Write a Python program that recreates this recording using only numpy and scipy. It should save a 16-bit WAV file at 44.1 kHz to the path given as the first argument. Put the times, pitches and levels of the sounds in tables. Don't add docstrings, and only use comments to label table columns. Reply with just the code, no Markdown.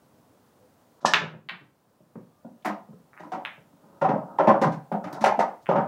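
import sys
import numpy as np
from scipy import signal
from scipy.fft import rfft, irfft
from scipy.io import wavfile
from scipy.ndimage import uniform_filter1d, minimum_filter1d

SR = 44100
rng = np.random.default_rng(int(sys.argv[2]) if len(sys.argv) > 2 else 0)


def generate_wav(signal):
    frames = np.transpose(np.atleast_2d(signal))
    scaled = np.clip(frames, -1, 1) * 32767
    pcm = np.round(scaled).astype(np.int16)
    wavfile.write(sys.argv[1], SR, pcm)


def ratio(d):
    e = np.asarray(d, float) / 20
    return 10 ** e


N = 258867

# frequency in Hz, level in dB, t60 in seconds.
CHANNEL_MODES = [(395, -8, 0.045), (401, -13, 0.19), (477, -3, 0.059), (554, -2, 0.11), (634, 1.5, 0.063),
                 (726, 7.5, 0.034), (766, 1, 0.085), (813, -5.5, 0.067), (836, -1.5, 0.068),
                 (920.3, 3.5, 0.066), (1037, -1, 0.074), (1161, -11.5, 0.13), (1264, -4.5, 0.11),
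                 (1356.5, 0, 0.043), (1496, 6, 0.027)]
# frequency in Hz, level in dB, t60 in seconds.
PANEL_MODES = [(140, -14.5, 0.073), (157, -7, 0.058), (184, 10.5, 0.055), (206.3, 2, 0.11),
               (213, -10, 0.017), (273, 3.5, 0.058), (313.7, -4.5, 0.15)]
LANDING_SCATTER_DB = 2.5
RUBBER_S = .003
PULSE_LEAD_S = 256 / SR


def evened(x):
    return x / np.sqrt(np.mean(x ** 2) + 1e-20)


def peaked(x):
    return x / (abs(x).max() + 1e-20)


def read(points, hz):
    f, value = np.transpose(points)
    return np.interp(np.log(hz + 1), np.log(f + 1), value)


def add(mix, s, sound):
    part = mix[round(s * SR):][:len(sound)]
    part += sound[:len(part)]


def coloured(x, spectrum):
    gain = ratio(read(spectrum, np.fft.rfftfreq(len(x), 1 / SR)))
    return irfft(rfft(x) * gain, len(x))


def pulse(db, hz, cycles):
    turns = (np.arange(512) - 256) / SR * hz
    window = np.cos(np.pi / 2 * np.clip(turns / (0.91 * cycles), -1, 1)).clip(0) ** 1.9
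    return -ratio(db) * np.cos(2 * np.pi * turns) * window


def lone_pulses(rows):
    out = np.zeros(N)
    for s, db, hz, cycles in rows:
        add(out, s - PULSE_LEAD_S, pulse(db, hz, cycles))
    return out


def ball_contacts(rows, cycles):
    out = np.zeros(N)
    for s, db, hz, delay_s, echo_db in rows:
        clack = pulse(db, hz, cycles)
        snap = pulse(db - 24, 11500, 1.2)
        add(out, s - PULSE_LEAD_S, clack + snap)
        add(out, s + delay_s - PULSE_LEAD_S, ratio(echo_db) * (clack + 0.43 * snap))
    return out


def ring(modes, scatter_db, damp, contact_s, centre_hz=700, focus_db=0, detune=0.0088, size=8192):
    hz, db, t60 = np.transpose(modes)[:, :, None]
    level_luck, pitch_luck, phase = rng.standard_normal((len(modes), 3)).T[:, :, None]
    t = np.arange(size) / SR
    db = db + scatter_db * level_luck - focus_db * abs(np.log2(hz / centre_hz))
    swing = np.sin(2 * np.pi * (hz * (1 + detune * pitch_luck) * t + phase))
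    body = (ratio(db - 60 * t / (damp * t60)) * swing).sum(0)
    return body * np.sin(np.pi / 2 * np.minimum(t / contact_s, 1)) ** 2


def chatter(length_s, count):
    when, sign = rng.random((count, 2)).T
    when = (when - when.min()) * 3
    strength = (2 * sign - 1) * (0.82 + when) * np.exp(-1.3 * when)
    taps = np.zeros(8192)
    np.add.at(taps, np.minimum(when * length_s * SR, 8191).astype(int), strength)
    return taps


def rack_break():
    # start in seconds, peak in dB, pulse in Hz, ceiling echo delay in seconds, echo in dB.
    hits = [
        (1.1364, -2, 1400, .0069, -7),
        (1.1368, -8, 5000, .0069, -12),
        (1.1376, -3, 2800, .0062, 1),
        (1.1397, -9, 3400, .0052, -2),
        (1.1410, -11, 2000, .0072, -3),
        (1.1386, -7, 2300, .006, 1),
        (1.156, -13, 3100, .002, 0),
        (1.160, -15, 2400, .0022, -2),
        (1.169, -17, 2700, .004, -2),
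        (1.204, -30, 4000, .007, -6),
    ]
    return ball_contacts(hits, 1.4)


def cue_tip():
    # start in seconds, peak in dB, pulse in Hz, length in cycles.
    strokes = [
        (1.0504, -2, 900, 1.5),
    ]
    return lone_pulses(strokes)


def cue_shaft():
    # frequency in Hz, density in dB per Hz.
    rattle_spectrum = [(710, -38.5), (1200, -11), (1610, -13), (1770, 3.5), (1980, -19), (2730, -14),
                       (2920, -11), (3050, -11), (6160, -13.5), (11200, -34.5), (16000, -60.5)]
    out, t = np.zeros(N), np.arange(4096) / SR
    noise = coloured(rng.standard_normal(len(t)), rattle_spectrum)
    rattle = noise * (t / .006) ** 2 * np.exp(-t / 0.0056)
    add(out, 1.051, ratio(-15.5) * peaked(rattle))
    return out


def ball_clacks():
    # start in seconds, peak in dB, pulse in Hz, ceiling echo delay in seconds, echo in dB.
    hits = [(1.4885, -25, 2800, .0059, 6), (1.4895, -24, 2000, .0075, 6), (1.4925, -33, 2400, .0135, 8),
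            (3.133, -39, 1500, .007, -8), (3.168, -41, 1500, .004, -6), (3.177, -32, 1650, .012, -9),
            (3.4512, -15, 2300, .0078, -4), (5.660, -31, 2000, .0085, 5), (2.648, -30, 1900, .008, 2),
            (2.157, -50, 1600, .007, -3), (5.249, -12, 2000, .007, -8)]
    return ball_contacts(hits, 1.1)


def table_thumps():
    # start in seconds, peak in dB, # frame pitch in
    # Hz, hardness in dB.
    thumps = [(1.017, -43, 203, 1), (1.045, -33.5, 252, 15), (1.134, -28, 200, 2.5), (1.209, -28, 148, -1),
              (1.231, -29.5, 161, -14), (1.319, -39.5, 162, -4), (1.348, -43, 126, -4.5),
              (1.44, -49.5, 142, -30.5), (1.512, -43, 170, -10), (1.545, -52, 155, 0),
              (1.61, -45, 137, -19), (2.004, -46, 188, -23), (2.155, -33, 173, -3.5),
              (2.207, -53, 208.4, 1), (2.446, -32, 244, -4.5), (2.476, -43, 246, -17),
              (2.887, -39, 158.6, -13), (2.928, -45, 133, -3), (3.577, -47, 140, -2),
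              (3.734, -52, 196, -13), (3.832, -47.5, 272, -24)]
    out = np.zeros(N)
    for s, db, hz, hard_db in thumps:
        frame = [(hz, 0, .08), (1.285 * hz, -5, .06), (0.75 * hz, -6, .08),
                 (3.1 * hz, -9, .05), (2.1 * hz, -12, .05)]
        thump = ring(frame, 4.9, 0.75, 0.002)
        rail = ring(CHANNEL_MODES + PANEL_MODES, LANDING_SCATTER_DB, 0.33, RUBBER_S, 480, 7.2, detune=0.04)
        contacts = chatter(.014, count=5)
        thump = peaked(signal.fftconvolve(contacts, thump))
        knock = peaked(signal.fftconvolve(contacts, rail))
        add(out, s, ratio(db) * (thump + ratio(hard_db) * knock))
    return out


def shaken(contacts, t, t60):
    decay = ratio(-60 * t / t60)
    return signal.fftconvolve(abs(contacts), decay)[:len(t)] + 2.1 * decay * np.minimum(t / 0.0022, 1)


def drops():
    # start in seconds, peak in dB, pulse in Hz, length in cycles.
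    blows = [
        (5.2423, -4, 760, 2.6),
        (5.3925, -11, 760, 2.4),
        (4.4765, -6, 770, 3.0),
        (5.324, -15, 820, 5.0),
    ]
    # start in seconds, channel level in dB,
    # channel centre in Hz, hardness in dB, tumble length in seconds.
    landings = [(2.647, -16.5, 754, -22.5, .05), (3.196, -32, 760, -23, 0.069),
                (3.318, -23, 920, -25, 0.031), (3.37, -28, 910, -47, .05), (4.013, -9.5, 710, -39, 0.057),
                (4.086, -12, 628, -43, 0.051), (4.15, -26, 640, -54, 0.051), (4.385, -8, 596, -42, .02),
                (4.43, -19.5, 628, -41, 0.021), (4.472, -3.5, 810, -40, .035),
                (4.54, -17.5, 800, -58, .025), (4.614, -9.5, 770, -25, 0.041),
                (4.719, -34, 757, -13.5, 0.033), (4.915, -16, 676, -58, 0.043),
                (5.039, -25.5, 790, -23, 0.059), (5.126, -35, 900, -5.5, .03),
                (5.208, -24.5, 584, -13.5, 0.016), (5.24, -6, 700, -21, .035), (5.3, -44, 770, -33, .03),
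                (5.391, -9.5, 770, -26.5, 0.03), (5.468, -33.5, 846, -31, 0.036),
                (5.688, -9.5, 690, -41.5, 0.044), (5.755, -11.5, 700, -45.5, 0.046),
                (5.809, -24, 632, -47, .05)]
    # frequency in Hz, density in dB per Hz.
    knock_spectrum = [(700, -35.5), (1400, -3.5), (1900, 0), (2400, -8.5), (3100, -13), (4200, -26),
                      (6000, -28.5), (9000, -50)]
    # frequency in Hz, density in dB per Hz.
    tick_spectrum = [(2000, -51), (3500, 4), (6000, 2), (8000, -6.5), (11000, -12), (14000, -23),
                     (16000, -15)]
    tumble_fall_db, grit_fall_db = -10.5, -5.5
    out, t = lone_pulses(blows), np.arange(6000) / SR
    for s, db, hz, hard_db, tumble_s in landings:
        for along in np.linspace(0, 1, 3):
            contacts = chatter(.009, count=20)[:2000]
            grit = rng.standard_normal((2, len(t)))
            centre_hz = hz * np.exp(0.15 * rng.standard_normal())
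            channel = ring(CHANNEL_MODES, LANDING_SCATTER_DB, 0.42, 0.0041, centre_hz, 8.0,
                           detune=0.027, size=6000)
            box = signal.fftconvolve(contacts, channel)
            knock = coloured(grit[0] * shaken(contacts, t, .12), knock_spectrum)
            tick = coloured(grit[1] * shaken(contacts, t, .07), tick_spectrum)
            box_db = -2.5 * (along == 0)
            tick_db = hard_db + grit_fall_db * along
            knock_db = -6.5 + 0.36 * hard_db + grit_fall_db * along
            for rel_db, layer in [(box_db, box), (knock_db, knock), (tick_db, tick)]:
                level_db = db + rel_db + tumble_fall_db * along ** 2
                add(out, s + along * tumble_s, ratio(level_db) * peaked(layer))
    return out


def thuds():
    # start in seconds, peak in dB, lean to the small panels in dB per octave.
    booms = [(2.653, -26, 3), (2.679, -36.5, 19), (3.2, -41, 1), (3.249, -39.5, 12), (3.324, -35.5, 15),
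             (3.363, -36.5, 18.5), (4.013, -24.5, 4), (4.034, -23.5, -6), (4.087, -16.5, -15),
             (4.125, -24, -3.5), (4.18, -27.5, -12), (4.384, -28.5, 5), (4.438, -35, 3),
             (4.472, -11.5, 1.5), (4.611, -19, 9), (4.649, -17.5, -4), (4.917, -22.5, -1.5),
             (5.041, -30.5, 0), (5.124, -33.5, 7), (5.193, -30, 1.5), (5.211, -22, -3), (5.253, -29, 1.5),
             (5.376, -26.5, 8.5), (5.682, -20, 1.5), (5.723, -21.5, 6), (5.771, -20.5, -11),
             (5.84, -32, -5.5)]
    out = np.zeros(N)
    for s, db, lean_db in booms:
        contacts = chatter(.009, count=20)[:2000]
        panels = ring(PANEL_MODES, LANDING_SCATTER_DB, 0.81, 0.0052, 330, lean_db, size=6000)
        add(out, s, ratio(db) * peaked(signal.fftconvolve(contacts, panels)))
    return out


def rolling():
    # start in seconds, length in seconds, first level in dB, last level in dB.
    rolls = [
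        (3.6, 0.41, -67, -43),
        (4.201, 0.18, -35, -39),
        (4.953, 0.25, -49, -26.5),
    ]
    out = np.zeros(N)
    for s, length_s, first_db, last_db in rolls:
        along = np.arange(0, length_s, 1 / SR) / length_s
        height, chance = rng.standard_normal((2, SR))
        bumps = height * (chance > 2)
        wood = ring(CHANNEL_MODES + PANEL_MODES, LANDING_SCATTER_DB, 0.43, RUBBER_S, 600, 2.7)
        hum = evened(signal.fftconvolve(bumps, wood)[:len(along)])
        level_db = first_db + (last_db - first_db) * along - 9.5
        add(out, s, ratio(level_db) * hum * signal.windows.tukey(len(along), .2))
    return out


def scuffs():
    # start in seconds, peak in dB, centre in Hz, rise in seconds, t60 in seconds.
    rubs = [
        (.996, -55, 5000, .02, .5),
        (.99, -50, 1200, .02, .6),
        (2.618, -57, 3000, .008, .06),
        (2.648, -40, 11000, .008, .14),
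        (5.125, -44, 12000, .004, .09),
        (2.649, -26, 1600, .012, .25),
        (4.916, -30, 1150, .008, .2),
        (5.6, -60, 5500, .03, .2),
    ]
    out, t = np.zeros(N), np.arange(8192) / SR
    for s, db, hz, rise_s, t60 in rubs:
        band = [(hz / 4, -24.0), (hz / 1.4, -1.5), (hz * 1.2, -1.5), (hz * 1.8, -16.0), (hz * 6, -40.0)]
        hiss = coloured(rng.standard_normal(len(t)), band)
        swell = np.minimum(t / rise_s, 1) ** 2 * ratio(-60 * np.maximum(t - rise_s, 0) / t60)
        add(out, s, ratio(db) * peaked(hiss * swell))
    return out


def room(x, gap_s):
    # frequency in Hz, t60 in seconds.
    decay_times = [(120, 0.37), (330, 0.33), (870, 0.36), (2300, 0.32), (6000, 0.25), (14000, 0.2)]
    # frequency in Hz, level in dB.
    wall_colour = [(200, 3), (1200, -0.5), (2500, -4.5), (4000, -4.5), (5500, -2.5), (8000, -3.5),
                   (15000, -8.5)]
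    out, size = np.zeros(N), 30000
    count = size // 20 - 1
    turn = np.pi * 1.7 * np.arange(N) / SR
    for k in range(3):
        taps = np.zeros(size)
        places = np.arange(0, size - 20, 20) + rng.integers(0, 20, count)
        taps[places] = rng.choice([-1., 1.], count)
        hz, t, z = signal.stft(taps, SR, nperseg=256)
        fading = z * ratio(-60 * t / read(decay_times, hz)[:, None])
        tail = signal.istft(fading, SR, nperseg=256)[1][:size]
        tail *= np.clip(np.arange(size) / SR / gap_s, 0, 1) ** 2
        tail = coloured(tail / np.linalg.norm(tail), wall_colour)
        share = np.cos(turn + k * np.pi / 3) ** 2
        out += signal.fftconvolve(x * share, tail)[:N]
    return out


def air():
    # frequency in Hz, density in dB per Hz.
    tone_spectrum = [(15, -53.5), (25, -22), (33, -42), (64, -31), (114, 2.5), (149, -9), (217, -2),
                     (335, -8), (439, -10), (503, -6.5), (624, -9.5), (1020, -13), (2220, -27.5),
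                     (14800, -32.5), (16000, -28)]
    # frequency in Hz, rms level in dB.
    whines = [
        (14998, -87.5),
    ]
    # start in seconds, length in seconds, frequency in Hz, level in dB.
    coos = [
        (.6, 0.093, 503, -58.5),
        (2.3, 0.14, 1195, -68),
    ]
    frames, hz, t = N // 256 + 5, np.fft.rfftfreq(1024, 1 / SR), np.arange(N) / SR
    a, b, patches = rng.standard_normal((frames, 513, 3)).T
    patches = evened(uniform_filter1d(uniform_filter1d(patches, 8, 0), 12, 1))
    cells = (a + 1j * b) * ratio(read(tone_spectrum, hz)[:, None] + 0.4 * patches)
    hiss = signal.istft(cells, nperseg=1024, noverlap=768)[1][:N]
    out = ratio(-60.5) * evened(hiss)
    for f, db in whines:
        out += ratio(db + 4.5) * np.sin(2 * np.pi * f * t)
    for s, length_s, f, db in coos:
        part = t[:round(length_s * SR)]
        add(out, s, ratio(db) * np.sin(2 * np.pi * f * part) * signal.windows.tukey(len(part), .5))
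    duck_s, duck_db, recover_s = 1, -12, 0.96
    return out * ratio(duck_db * (t > duck_s) * np.exp(-abs(t - duck_s) / recover_s))


def scene():
    rack, tip = rack_break(), cue_tip()
    bright = ball_clacks() + cue_shaft()
    wood = table_thumps() + drops() + thuds() + rolling()
    wood = signal.sosfilt(signal.butter(7, 128, "high", fs=SR, output="sos"), wood)
    to_room = ratio(-7) * tip + ratio(-3) * rack + ratio(1) * bright + ratio(-4.5) * wood
    walls = room(to_room, 0.0047)
    return (tip + rack + bright + ratio(0.5) * wood + walls + scuffs() + air())[None]


def band_limit(x):
    return signal.sosfilt(signal.butter(12, 16650, fs=SR, output="sos"), x)


def record(dry):
    limit = .71
    cut = signal.sosfilt(signal.butter(2, 40, "high", fs=SR, output="sos"), dry)
    cut = signal.oaconvolve(cut, signal.firwin(255, 15900, fs=SR)[None], "same")
    room_left = minimum_filter1d(limit / np.maximum(abs(cut), limit), size=161)
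    limited = cut * uniform_filter1d(room_left, size=81)
    return band_limit(limited)


dry = scene()
out = record(dry)
generate_wav(out)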